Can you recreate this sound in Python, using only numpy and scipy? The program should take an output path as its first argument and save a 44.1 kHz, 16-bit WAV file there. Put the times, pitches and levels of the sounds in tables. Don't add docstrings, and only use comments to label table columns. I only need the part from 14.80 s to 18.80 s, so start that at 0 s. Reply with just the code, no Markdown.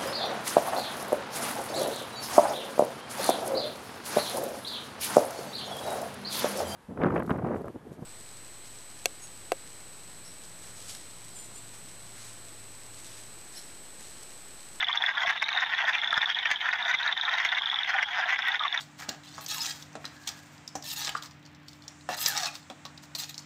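import sys
import numpy as np
from scipy import signal
from scipy.fft import rfft, irfft, next_fast_len
from scipy.io import wavfile

SR = 44100
rng = np.random.default_rng(int(sys.argv[2]) if len(sys.argv) > 2 else 0)


def wrap_up_sound(samples):
    columns = np.atleast_2d(samples).T
    tamed = np.clip(columns, -1, 1)
    steps = np.round(tamed * 32767).astype(np.int16)
    wavfile.write(sys.argv[1], SR, steps)


N = 176400
CALL_T = np.arange(int(.12 * SR)) / SR
RING_T = CALL_T[:len(CALL_T) // 4]
SMALL_BODY = signal.butter(8, [640, 7000], "bandpass", fs=SR, output="sos")

# multiple of the pitch, relative level in dB, seconds to fall 60 dB.
SAC_MODES = [(1.0, 2.5, 0.018), (.84, -2, 0.026), (1.17, -1, 0.007), (.62, -14, 0.021), (.42, -20, 0.023),
             (1.42, -4.5, 0.0068)]


def amp(db):
    return 10 ** (np.asarray(db) / 20)


def unit(x):
    return x / np.sqrt(np.mean(x ** 2) + 1e-20)


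def add(track, s, sound):
    i = int(round(s * SR))
    a, b = max(i, 0), min(i + len(sound), N)
    if b > a:
        track[a:b] += sound[a - i:b - i]


def coloured(x, points):
    size = next_fast_len(len(x) + 4096)
    hz, db = np.transpose(points)
    gain = amp(np.interp(np.log(np.fft.rfftfreq(size, 1 / SR) + 1), np.log(hz), db))
    return irfft(rfft(x, size) * gain, size)[:len(x)]


def reed_echo(x, t60_s):
    t, out = np.arange(SR // 4) / SR, np.zeros(N)
    hop = N // 24
    padded = np.pad(x, (hop, 2 * hop))
    for i in range(0, N + hop, hop):
        tail = rng.standard_normal(len(t)) * 1000 ** (-t / t60_s) * (1 - np.exp(-t / 0.0014))
        piece = padded[i:i + 2 * hop] * np.sqrt(np.hanning(2 * hop))
        add(out, (i - hop) / SR, signal.fftconvolve(piece, tail / np.linalg.norm(tail)))
    return out


def outdoor_air():
    # frequency in Hz, relative level in dB.
    hiss_colour = [(20, -3), (100, -2), (450, 0), (3000, 4.5), (7000, -17.5), (8000, -30), (9500, -23),
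                   (15000, -28.5)]
    # frequency in Hz, RMS level in dB.
    hum_tones = [(102, -75.5), (204, -73.5)]
    t = np.arange(N) / SR
    hiss = amp(-53) * unit(coloured(rng.standard_normal(N), hiss_colour))
    return hiss + sum(amp(db) * np.sqrt(2) * np.sin(2 * np.pi * hz * t) for hz, db in hum_tones)


def tiny_snap(start_s=3.682, t60_s=0.011):
    out = np.zeros(N)
    burst = rng.standard_normal(len(CALL_T)) * 1000 ** (-CALL_T / t60_s)
    add(out, start_s, amp(-36.5) * np.diff(burst, 2) / 2)
    return out


def far_chorus(quacks_per_s=45, lull_db=11, lull_half_s=.016):
    # frequency in Hz, relative gain in dB.
    far_colour = [(300, -46.5), (540, -26), (700, 7), (900, 9.5), (1250, -3), (1700, 0.5), (2200, 2.5),
                  (2800, 3.5), (5000, -13.5), (9000, -8)]
    lull_times = [0.06, .33, 0.602, 0.649, 1.535, 1.776, 2.171, 2.352, 2.798, 3.259, 3.577, 3.787, 3.90]
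    calls = np.zeros(N)
    for k in range(quacks_per_s * N // SR + 1):
        call = quack(1700 * np.exp(rng.normal(0, .11)), half_s=.013, rasp_db=-7.5, modes=SAC_MODES)
        add(calls, (k + rng.uniform(-.5, .5)) / quacks_per_s - CALL_T.mean(), call)
    chatter = coloured(calls + amp(-8) * reed_echo(calls, t60_s=.16), far_colour)
    lulls = sum(np.exp(-((np.arange(N) / SR - s) / lull_half_s) ** 2) for s in lull_times)
    return unit(chatter) * amp(-34 - lull_db * lulls)


def tick(hz, rise_s=.0015, decay_s=.0023):
    pitch = hz * (1 + 0.099 * np.exp(-RING_T / 0.0012) - 4.7 * RING_T)
    phase = 2 * np.pi * np.cumsum(pitch) / SR
    decay = np.exp(-RING_T / decay_s)
    envelope = (1 - np.exp(-(RING_T / rise_s) ** 2)) * decay
    upper = amp(-19) * decay * np.sin(1.517 * phase)
    return envelope / envelope.max() * (np.sin(phase) + upper)


def trill(first_s, last_s, gap_s, growth_s, first_db, last_db, hz):
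    out, k = np.zeros(N), np.arange(16)
    times = first_s + k * gap_s + growth_s * k * (k - 1) / 2
    for s in [*times[times < last_s - gap_s / 2], last_s]:
        progress = (s - first_s) / (last_s - first_s)
        db = first_db + progress * (last_db - first_db) + rng.normal(0.12, 1.37)
        db -= 1.5 * (s == last_s)
        pitch = hz * rng.normal(1 + .02 * (progress - .5), 0.021)
        add(out, s, amp(db) * tick(pitch))
    return out


def trilling_frogs(far_per_s=6):
    # first tick, last tick, first gap and growth of each gap, all in seconds,
    # then opening and closing relative level in dB, pitch in Hz.
    near_trills = [(.0055, .262, .0382, .0025, -20, -15, 3430), (.023, .114, .045, .002, -27, -24, 3150),
                   (.380, .494, .025, .002, -23, -25, 3450), (.598, .773, .042, .0012, -27, -19, 3740),
                   (.947, 1.182, .033, .002, -25, -24, 3520), (1.2157, 1.587, .0279, .0022, -20, -19, 3470),
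                   (1.491, 1.812, .031, .0024, -28, -23, 3130),
                   (2.025, 2.375, .0259, .0033, -26, -17, 3640),
                   (2.411, 2.584, .040, .0022, -19, -25, 3700),
                   (2.662, 3.032, .0266, .0024, -22, -18, 3470), (2.794, 2.958, .038, .002, -27, -21, 3380),
                   (3.621, 3.975, .030, .0023, -26, -17, 3540)]
    near, far = sum(trill(*row) for row in near_trills), np.zeros(N)
    for k in range(-1, far_per_s * N // SR):
        s = (k + rng.random()) / far_per_s
        far += trill(s, s + .36, gap_s=rng.uniform(0.029, 0.038), growth_s=.0024,
                     first_db=-34.5, last_db=-31.5, hz=3400 * rng.normal(1, 0.04))
    return near + far + reed_echo(amp(-9) * near + far, t60_s=.16)


def rattle(half_s, gap_s=.0042, gap_shrink=.93, each_side=10):
    k = np.arange(-each_side, each_side + 1)
    gaps = gap_s * gap_shrink ** np.maximum(k, -1) * np.exp(.16 * rng.standard_normal(len(k)))
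    times = np.cumsum(gaps)
    times -= times[each_side]
    fade_db = 9.5 * (np.abs(times) / half_s * np.where(k < 0, 1.2, 1)) ** 1.37
    pulse_db = np.where(k == 0, -0.5, rng.normal(0, 4, len(k)) - fade_db)
    samples = np.clip(np.round(times * SR).astype(int) + len(CALL_T) // 2, 0, len(CALL_T) - 1)
    return np.bincount(samples, amp(pulse_db), len(CALL_T))


def quack(hz, half_s, rasp_db, modes, rasp_t60_s=0.012):
    # frequency in Hz, relative gain in dB.
    rasp_colour = [(600, -60), (2000, -23), (3000, 5.5), (4200, -1.5), (5300, -1), (6300, -3), (7000, -14),
                   (8000, -39), (12000, -25.5), (16000, -32.5)]
    pulses, ring = rattle(half_s), np.zeros(len(RING_T))
    for ratio, db, t60_s in modes:
        envelope = amp(db + rng.normal(0, 1.53)) * 1000 ** (-RING_T / t60_s)
        polarity = 1 if ratio <= 1 else -1
        ring += polarity * envelope * np.sin(2 * np.pi * hz * ratio * rng.normal(1, 0.024) * RING_T)
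    body = signal.sosfilt(SMALL_BODY, signal.fftconvolve(pulses, ring)[:len(CALL_T)])
    buzz = rng.standard_normal(len(RING_T))
    buzz += 0.33 * np.sin(2 * np.pi * hz * 2.997 * rng.normal(1, 0.083) * RING_T)
    buzz *= 1000 ** (-RING_T / rasp_t60_s)
    rasp = coloured(signal.fftconvolve(pulses, buzz)[:len(CALL_T)], rasp_colour)
    loud_part = np.abs(CALL_T - CALL_T.mean()) < 0.012
    return body / body[loud_part].std() + amp(rasp_db + 0.5) * rasp / rasp[loud_part].std()


def overload_thumps(rise_s=.0005):
    # start in seconds, peak level in dB.
    thumps = [(.479, -42), (1.377, -34), (2.145, -42), (2.659, -44)]
    out = np.zeros(N)
    for s, db in thumps:
        add(out, s, amp(db) * CALL_T / rise_s * np.exp(1 - CALL_T / rise_s))
    return out


def near_frogs():
    # main pulse in seconds, relative level in dB, sac pitch in Hz,
    # half length in seconds, relative rasp level in dB.
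    quacks = [(0.0272, -28, 1990, 0.0051, -24), (0.1577, -37, 1900, 0.0057, -9),
              (0.2386, -27.5, 1807, 0.0028, -27), (0.287, -27.5, 1935, 0.017, -22),
              (0.3754, -28, 1700.0, 0.01, -25), (0.42, -30.5, 1824, 0.015, -16.5),
              (0.43, -43.5, 1610, 0.013, -37), (0.4786, -27.5, 1876, 0.021, -17),
              (0.4995, -24, 1860, 0.0072, -18.0), (0.626, -25.5, 1932, 0.0066, -18),
              (0.689, -32, 2270, 0.0023, -16), (0.776, -27, 1785, 0.013, -28),
              (0.807, -36.5, 1670, 0.0065, -9), (0.828, -24.5, 1790, 0.014, -22.5),
              (0.933, -28.5, 1780, 0.0083, -28.0), (0.991, -27.8, 1890, 0.023, -20),
              (1.0457, -32, 1750, 0.022, -23), (1.0842, -24, 1760, 0.022, -22.5),
              (1.143, -27, 2297, 0.017, -20.5), (1.2341, -31, 1950, 0.0044, -27),
              (1.328, -27, 1616, 0.0026, -25), (1.3765, -24.5, 1720, 0.0078, -17.5),
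              (1.432, -27.5, 1860, 0.0083, -23.5), (1.499, -30.5, 1750, 0.014, -14),
              (1.6556, -26.5, 2210, 0.0054, -21), (1.717, -24.7, 2030, 0.017, -14.5),
              (1.8607, -28.5, 1610, 0.022, -22), (1.889, -27, 1760, 0.0044, -29.0),
              (1.9328, -26.5, 1830, 0.0068, -20.5), (2.0887, -27, 1770, 0.028, -15),
              (2.1445, -23.5, 2010, 0.0077, -23.5), (2.2063, -31.5, 1830, 0.0097, -19),
              (2.256, -28, 1630, 0.016, -22), (2.2957, -29.5, 1760, 0.023, -26.0),
              (2.482, -27, 1700, 0.012, -40), (2.53, -30, 1810, 0.019, -16.5),
              (2.579, -30.5, 1990, 0.011, -17), (2.609, -28.0, 1817, 0.017, -17),
              (2.654, -26, 2010, 0.011, -14), (2.7247, -28.0, 1854, 0.0088, -19),
              (2.7755, -28, 1985, 0.013, -23), (3.094, -28, 1906, 0.015, -14),
              (3.149, -27, 1696, 0.039, -27.5), (3.1858, -25, 1860, 0.0061, -38),
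              (3.228, -25.5, 1970, 0.0069, -17.5), (3.3883, -27.5, 1795, 0.027, -16.5),
              (3.4281, -28.5, 1670, 0.0095, -30), (3.493, -27, 1870.0, 0.017, -17.5),
              (3.5316, -26, 1950.0, 0.013, -18.5), (3.561, -33, 1930, 0.0048, -30),
              (3.59, -29.5, 1753, 0.0066, -15.5), (3.6546, -32, 1950, 0.015, -20.5),
              (3.681, -26.5, 1830, 0.014, -20), (3.7452, -29, 1730, 0.0087, -19),
              (3.9467, -28.5, 1770, 0.0041, -18)]
    # main pulse in seconds, relative level in dB, pitch in Hz.
    croaks = [(0.1, -32, 1124), (0.21, -35.5, 765), (0.445, -35, 725), (0.75, -37.5, 740),
              (1.04, -35.5, 767), (1.3, -44, 754), (2.06, -35, 735), (2.54, -36.5, 830), (3.15, -31, 814),
              (3.39, -35, 790), (3.46, -36, 735), (3.808, -30, 1200), (3.85, -28, 1172)]
    # multiple of the pitch, relative level in dB, seconds to fall 60 dB.
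    hollow_modes = [(1.0, 10.5, 0.026), (1.3, -15.5, 0.013), (2.2, -24.5, 0.0065)]
    out = overload_thumps()
    for s, db, hz, half_s, rasp_db in quacks:
        add(out, s - CALL_T.mean(), amp(db - 0.5) * quack(hz, half_s, rasp_db, SAC_MODES))
    for s, db, hz in croaks:
        croak = quack(hz, half_s=.012, rasp_db=-38, modes=hollow_modes)
        add(out, s - CALL_T.mean(), amp(db - 1.5) * croak)
    return out + amp(-10) * reed_echo(out, t60_s=.03)


def scene():
    return (near_frogs() + far_chorus() + trilling_frogs() + outdoor_air() + tiny_snap())[None]


def record(dry, ceiling=.235, hardness=16, top_hz=16000):
    flattened = dry / (1 + np.abs(dry / ceiling) ** hardness) ** (1 / hardness)
    return irfft(rfft(flattened) * (np.fft.rfftfreq(N, 1 / SR) < top_hz), N)


dry = scene()
out = record(dry)
wrap_up_sound(out)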